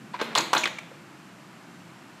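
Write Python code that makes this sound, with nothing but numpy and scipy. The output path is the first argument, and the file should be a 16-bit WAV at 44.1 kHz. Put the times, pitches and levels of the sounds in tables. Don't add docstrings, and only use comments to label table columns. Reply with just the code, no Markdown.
import sys
import numpy as np
from scipy import signal
from scipy.fft import rfft, irfft
from scipy.io import wavfile

SR = 44100
rng = np.random.default_rng(int(sys.argv[2]) if len(sys.argv) > 2 else 0)


def wrap_up_sound(samples):
    columns = np.atleast_2d(samples).T
    tamed = np.clip(columns, -1, 1)
    steps = np.round(tamed * 32767).astype(np.int16)
    wavfile.write(sys.argv[1], SR, steps)


N = 97020

# (time [s], level [dB], bass [dB], treble [dB], favoured resonance [Hz],
# its lift [dB], feed to base modes and room [dB], shell T60 at 1 kHz [s])
IMPACTS = [ (0.1412, -40.5, -2, 1, 980, 24, 1, 0.05), (0.2130, -31, 6, 4, 887, 6.5, 2.5, 0.046),
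           (0.2143, -24, 2, -12.5, 439, 15.5, 2, 0.034), (0.2234, -34.5, 1, -7, 490, 20, -9, 0.032),
           (0.3520, -20.5, -24, 5.5, 3550, 12.5, -4.5, 0.02), (0.3562, -21, -8.5, 3.5, 1080, 8, 3, 0.05),
           (0.364, -29, 8.5, -5, 4150, 12.5, 4.5, 0.071), (0.3759, -22.5, 0, 5.5, 4240, 7, -3, 0.044),
           (0.3792, -24, -4, -1, 950, 5.5, 3, 0.028), (0.3835, -23.5, 0, 8.5, 7060, 15, -6.5, 0.022),
           (0.3889, -22.5, -9, -11, 1010, 11, -0.5, 0.022), (0.3985, -34.5, 14.5, -8, 340, 11.5, 1, 0.051),
           (0.4080, -29, -3, 11.5, 6400, 6, -4, 0.016), (0.5316, -19, -6, 6, 998, 11.5, -0.5, 0.029),
           (0.5352, -23.5, -4, 6.5, 1170, 15.5, -0.5, 0.027), (0.5390, -26, -9, -3, 832, 18.5, -1, 0.027),
           (0.5490, -26, -15, 8.5, 1010, 5, -1, 0.032), (0.5509, -30, 13, -19, 1403, 15, -5, 0.075),
           (0.5600, -27, 10, -23, 972, 6.5, 1.5, 0.066), (0.5653, -24.5, 0, -9.5, 3845, 13, 1.5, 0.063),
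           (0.5697, -23.5, -12, -19, 1400, -1, -7, 0.043), (0.5788, -28, -5, 0, 6430, 17, 4.5, 0.043),
           (0.6361, -26.5, -14, 8, 2570, 18, -12, 0.01), (0.6393, -36, -6, 18, 2360, 25.5, -8.5, 0.033),
           (0.6558, -22.5, -7, 1, 1980, 11.5, -8.5, 0.022), (0.6583, -32, 13.5, -12, 3206, 16, -11, 0.041),
           (0.6665, -39.5, -17, 0, 3060, 20, -28, 0.067), (0.6740, -32, -22, 6.5, 1866, 8.5, -12, 0.042),
           (0.7850, -43, -9.5, 2, 2340, 18.5, -13, 0.036), (0.78715, -41, -8, 12.5, 2280, 15, -13, 0.031),
           (0.9150, -49.5, 8.5, -10, 520, 25, -2, 0.026), (1.0400, -67, 1, -17, 335, 6, -18, 0.039)]
# (frequency [Hz], relative spectral density [dB])
SHELL_SPECTRUM = [(120, -59), (250, -4.5), (400, -2.5), (650, 1), (1000, 2.5), (1500, 1), (2200, -1),
                  (3000, -4.5), (4200, -4.5), (5300, -12.5), (7000, -16), (9500, -25), (12000, -34.5),
                  (14000, -30)]
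BASS_HZ, TREBLE_HZ, CUTOFF_HZ = 530, 4630, 14200
FRICTION_FADE_S = 0.0025


def from_db(db):
    return 10 ** (np.asarray(db) / 20)


def at_hz(points, hz):
    known_hz, values = np.transpose(points)
    return np.interp(np.log(np.maximum(hz, 1)), np.log(known_hz), values)


def add(out, start_s, sound):
    i = int(start_s * SR)
    out[i:i + len(sound)] += sound[:N - i]


def contact_colour(hz, bass_db, treble_db, favoured_hz, lift_db, width_octaves=0.23):
    favour = np.exp(-.5 * (np.log2(hz / favoured_hz) / width_octaves) ** 2)
    low = 1 / (1 + (hz / BASS_HZ) ** 4)
    high = 1 / (1 + (TREBLE_HZ / hz) ** 6)
    return from_db(bass_db * low + treble_db * high + lift_db * favour)


def shells(count=330, crack_hz=4960, cluster_above_hz=970, mode_rise_cycles=0.52):
    t, direct, feed = np.arange(SR // 26) / SR, np.zeros(N), np.zeros(N)
    hz = np.linspace(np.sqrt(120), np.sqrt(CUTOFF_HZ), count) ** 2
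    hz += np.gradient(hz) * (rng.random(count) - .5) / 2
    weight = from_db(at_hz(SHELL_SPECTRUM, hz)) * hz ** .25
    weight *= from_db(6.5) / np.linalg.norm(weight)
    damping = np.log(1000) * (hz / 1000) ** 0.027
    tones = np.exp(np.outer(2j * np.pi * hz, t))
    losses = np.outer(damping, t)
    crack = from_db(-2.5) / np.sqrt(count) / np.sqrt(1 + (hz / crack_hz) ** 2)
    for start_s, db, bass_db, treble_db, favoured_hz, lift_db, feed_db, t60 in IMPACTS:
        cluster_share = 1 / (1 + (cluster_above_hz / favoured_hz) ** 2)
        whole = weight * contact_colour(hz, bass_db, treble_db, favoured_hz, lift_db)
        sizes = weight * contact_colour(hz, bass_db, treble_db, favoured_hz, lift_db * cluster_share)
        strengths = sizes * (np.exp(2j * np.pi * rng.random(count)) + crack)
        crowd = (strengths @ (tones * np.exp(-losses / t60))).imag
        crowd_energy = np.sum(sizes ** 2 * t60 / damping) * SR / 4
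        crowd *= np.sqrt(crowd_energy) / np.linalg.norm(crowd)
        mode_size = np.sqrt(max(np.sum(whole ** 2 - sizes ** 2), 0))
        mode = mode_size * np.sin(2 * np.pi * favoured_hz * t)
        mode *= np.exp(-np.interp(favoured_hz, hz, damping) * t / t60)
        mode *= 1 - np.exp(-t * favoured_hz / mode_rise_cycles)
        rise_s = 0.00014 * from_db((-24.5 - db) / 2)
        sound = from_db(db) * (crowd + mode) * (1 - np.exp(-t / rise_s))
        add(direct, start_s, sound)
        add(feed, start_s, sound * from_db(feed_db))
    return direct, feed


def base(coupling_db=-1, rise_s=0.0044):
    # (frequency [Hz], relative level [dB], T60 [s])
    modes = [(317, -28, .2), (347, -20.5, 0.23), (631, -22, 0.54), (822, -20, 0.16), (894, -23.5, 0.21),
             (891, -16.5, 0.14), (1050, -29, 0.18), (1418, -19.5, .24), (1580, -6.5, 0.095),
             (2095, -23.5, 0.5), (2534, -13.5, 0.15), (3504, -22, 0.21), (4009, -20.5, 0.2),
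             (4290, -19.5, 0.17)]
    t, out = np.arange(SR // 2) / SR, np.zeros(N)
    hz, mode_db, t60 = np.transpose(modes)
    rings = np.exp(np.outer(2j * np.pi * hz - np.log(1000) / t60, t)) * (1 - np.exp(-t / rise_s))
    for start_s, db, *colour, feed_db, _ in IMPACTS:
        sizes = from_db(coupling_db + db + mode_db + feed_db) * contact_colour(hz, *colour)
        phases = np.exp(2j * np.pi * rng.random(len(modes)))
        add(out, start_s, ((sizes * phases) @ rings).imag)
    return out


def slides(slips_per_s=2500):
    # (start [s], duration [s], level [dB], low-pass corner [Hz])
    strokes = [(0.134, 0.034, -41, 3100), (0.189, 0.03, -33.5, 3380), (0.239, 0.125, -44.5, 2820)]
    t, hz, out = np.arange(N) / SR, np.fft.rfftfreq(N, 1 / SR), np.zeros(N)
    slips = (rng.random(N) < slips_per_s / SR) * rng.standard_normal(N)
    spectrum = rfft(slips) * from_db(at_hz(SHELL_SPECTRUM, hz)) * hz / (hz + BASS_HZ)
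    for start_s, length_s, db, dull_hz in strokes:
        rub = irfft(spectrum / (1 + (hz / dull_hz) ** 2), N)
        gate = np.clip(np.minimum(t - start_s, start_s + length_s - t) / FRICTION_FADE_S, 0, 1)
        out += from_db(db) * rub / rub.std() * gate
    return out


def hook_spring(count=14, low_hz=6220, high_hz=7160, t60=0.4):
    # (time [s], level [dB])
    hits = [(0.384, -41), (0.578, -38)]
    t, out = np.arange(SR // 2) / SR, np.zeros(N)
    for start_s, db in hits:
        offsets, phases = rng.random((2, count))
        hz = low_hz + (high_hz - low_hz) * (np.arange(count) + offsets) / count
        tones = np.sin(2 * np.pi * (np.outer(t, hz) + phases)).sum(axis=1) / np.sqrt(count / 2)
        add(out, start_s, from_db(db) * tones * np.exp(-np.log(1000) * t / t60))
    return out


def desk(hz=229.1, t60=0.49, rise_s=0.045):
    # (time [s], level [dB])
    pushes = [(0.222, -29), (0.384, -50), (0.564, -37.5)]
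    t, out = np.arange(SR // 2) / SR, np.zeros(N)
    hum = np.sin(2 * np.pi * hz * t) * np.exp(-np.log(1000) * t / t60) * (1 - np.exp(-t / rise_s))
    for start_s, db in pushes:
        add(out, start_s, from_db(db) * hum)
    return out


def handling(end_s=0.135, level_db=-46.5, centre_hz=173):
    octave = [centre_hz / np.sqrt(2), centre_hz * np.sqrt(2)]
    noise = signal.sosfilt(signal.butter(2, octave, "band", fs=SR, output="sos"), rng.standard_normal(N))
    gate = np.clip((end_s - np.arange(N) / SR) / FRICTION_FADE_S, 0, 1)
    return from_db(level_db) * noise / noise.std() * gate


def room(sound, build_s=0.0027):
    # (frequency [Hz], T60 [s])
    decay_times = [(150, 1), (400, 1), (1000, 0.53), (2500, 0.76), (5000, 0.46), (8000, 0.61),
                   (14000, 0.32)]
    # (frequency [Hz], gain [dB])
    gains = [(150, 0), (400, -6), (1000, -9.5), (2500, -2), (5000, -8), (8000, -8.5), (14000, 6)]
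    t, response = np.arange(SR) / SR, np.zeros(SR)
    edges = np.geomspace(100, 16000, 15)
    for low, high in zip(edges, edges[1:]):
        hz = np.sqrt(low * high)
        bandpass = signal.butter(2, [low, high], "band", fs=SR, output="sos")
        band = signal.sosfilt(bandpass, rng.standard_normal(SR))
        band *= np.exp(-np.log(1000) * t / at_hz(decay_times, hz)) * (1 - np.exp(-t / build_s))
        band *= np.sqrt(2 * (high - low) / SR / np.sum(band ** 2))
        response += band * from_db(at_hz(gains, hz))
    return signal.fftconvolve(sound, response)[:N]


def background(noise_db=-47.5, whine_hz=7400, whine_db=-73):
    # (frequency [Hz], relative spectral density [dB])
    spectrum = [(30, -26), (70, -7), (95, -10), (120, -3), (180, 0.5), (240, -7), (340, -4), (450, -17.5),
                (640, -13), (1350, -13), (2000, -17.5), (2700, -19), (3400, -24), (5500, -28),
                (7700, -30.5), (11000, -37.5), (14000, -39.5)]
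    colour = from_db(at_hz(spectrum, np.fft.rfftfreq(N, 1 / SR)))
    noise = irfft(rfft(rng.standard_normal(N)) * colour, N)
    whine = np.sin(2 * np.pi * whine_hz * np.arange(N) / SR)
    return from_db(noise_db) * noise / noise.std() + from_db(whine_db) * whine


def scene():
    clacks, feed = shells()
    brushing = slides()
    direct = clacks + brushing + base() + hook_spring() + desk() + handling()
    return (direct + room(feed + brushing) + background())[None]


def record(dry, bass_cut_hz=120):
    thin = signal.sosfilt(signal.butter(4, bass_cut_hz, "high", fs=SR, output="sos"), dry)
    return signal.sosfilt(signal.ellip(10, .2, 60, CUTOFF_HZ, fs=SR, output="sos"), thin)


dry = scene()
out = record(dry)
wrap_up_sound(out)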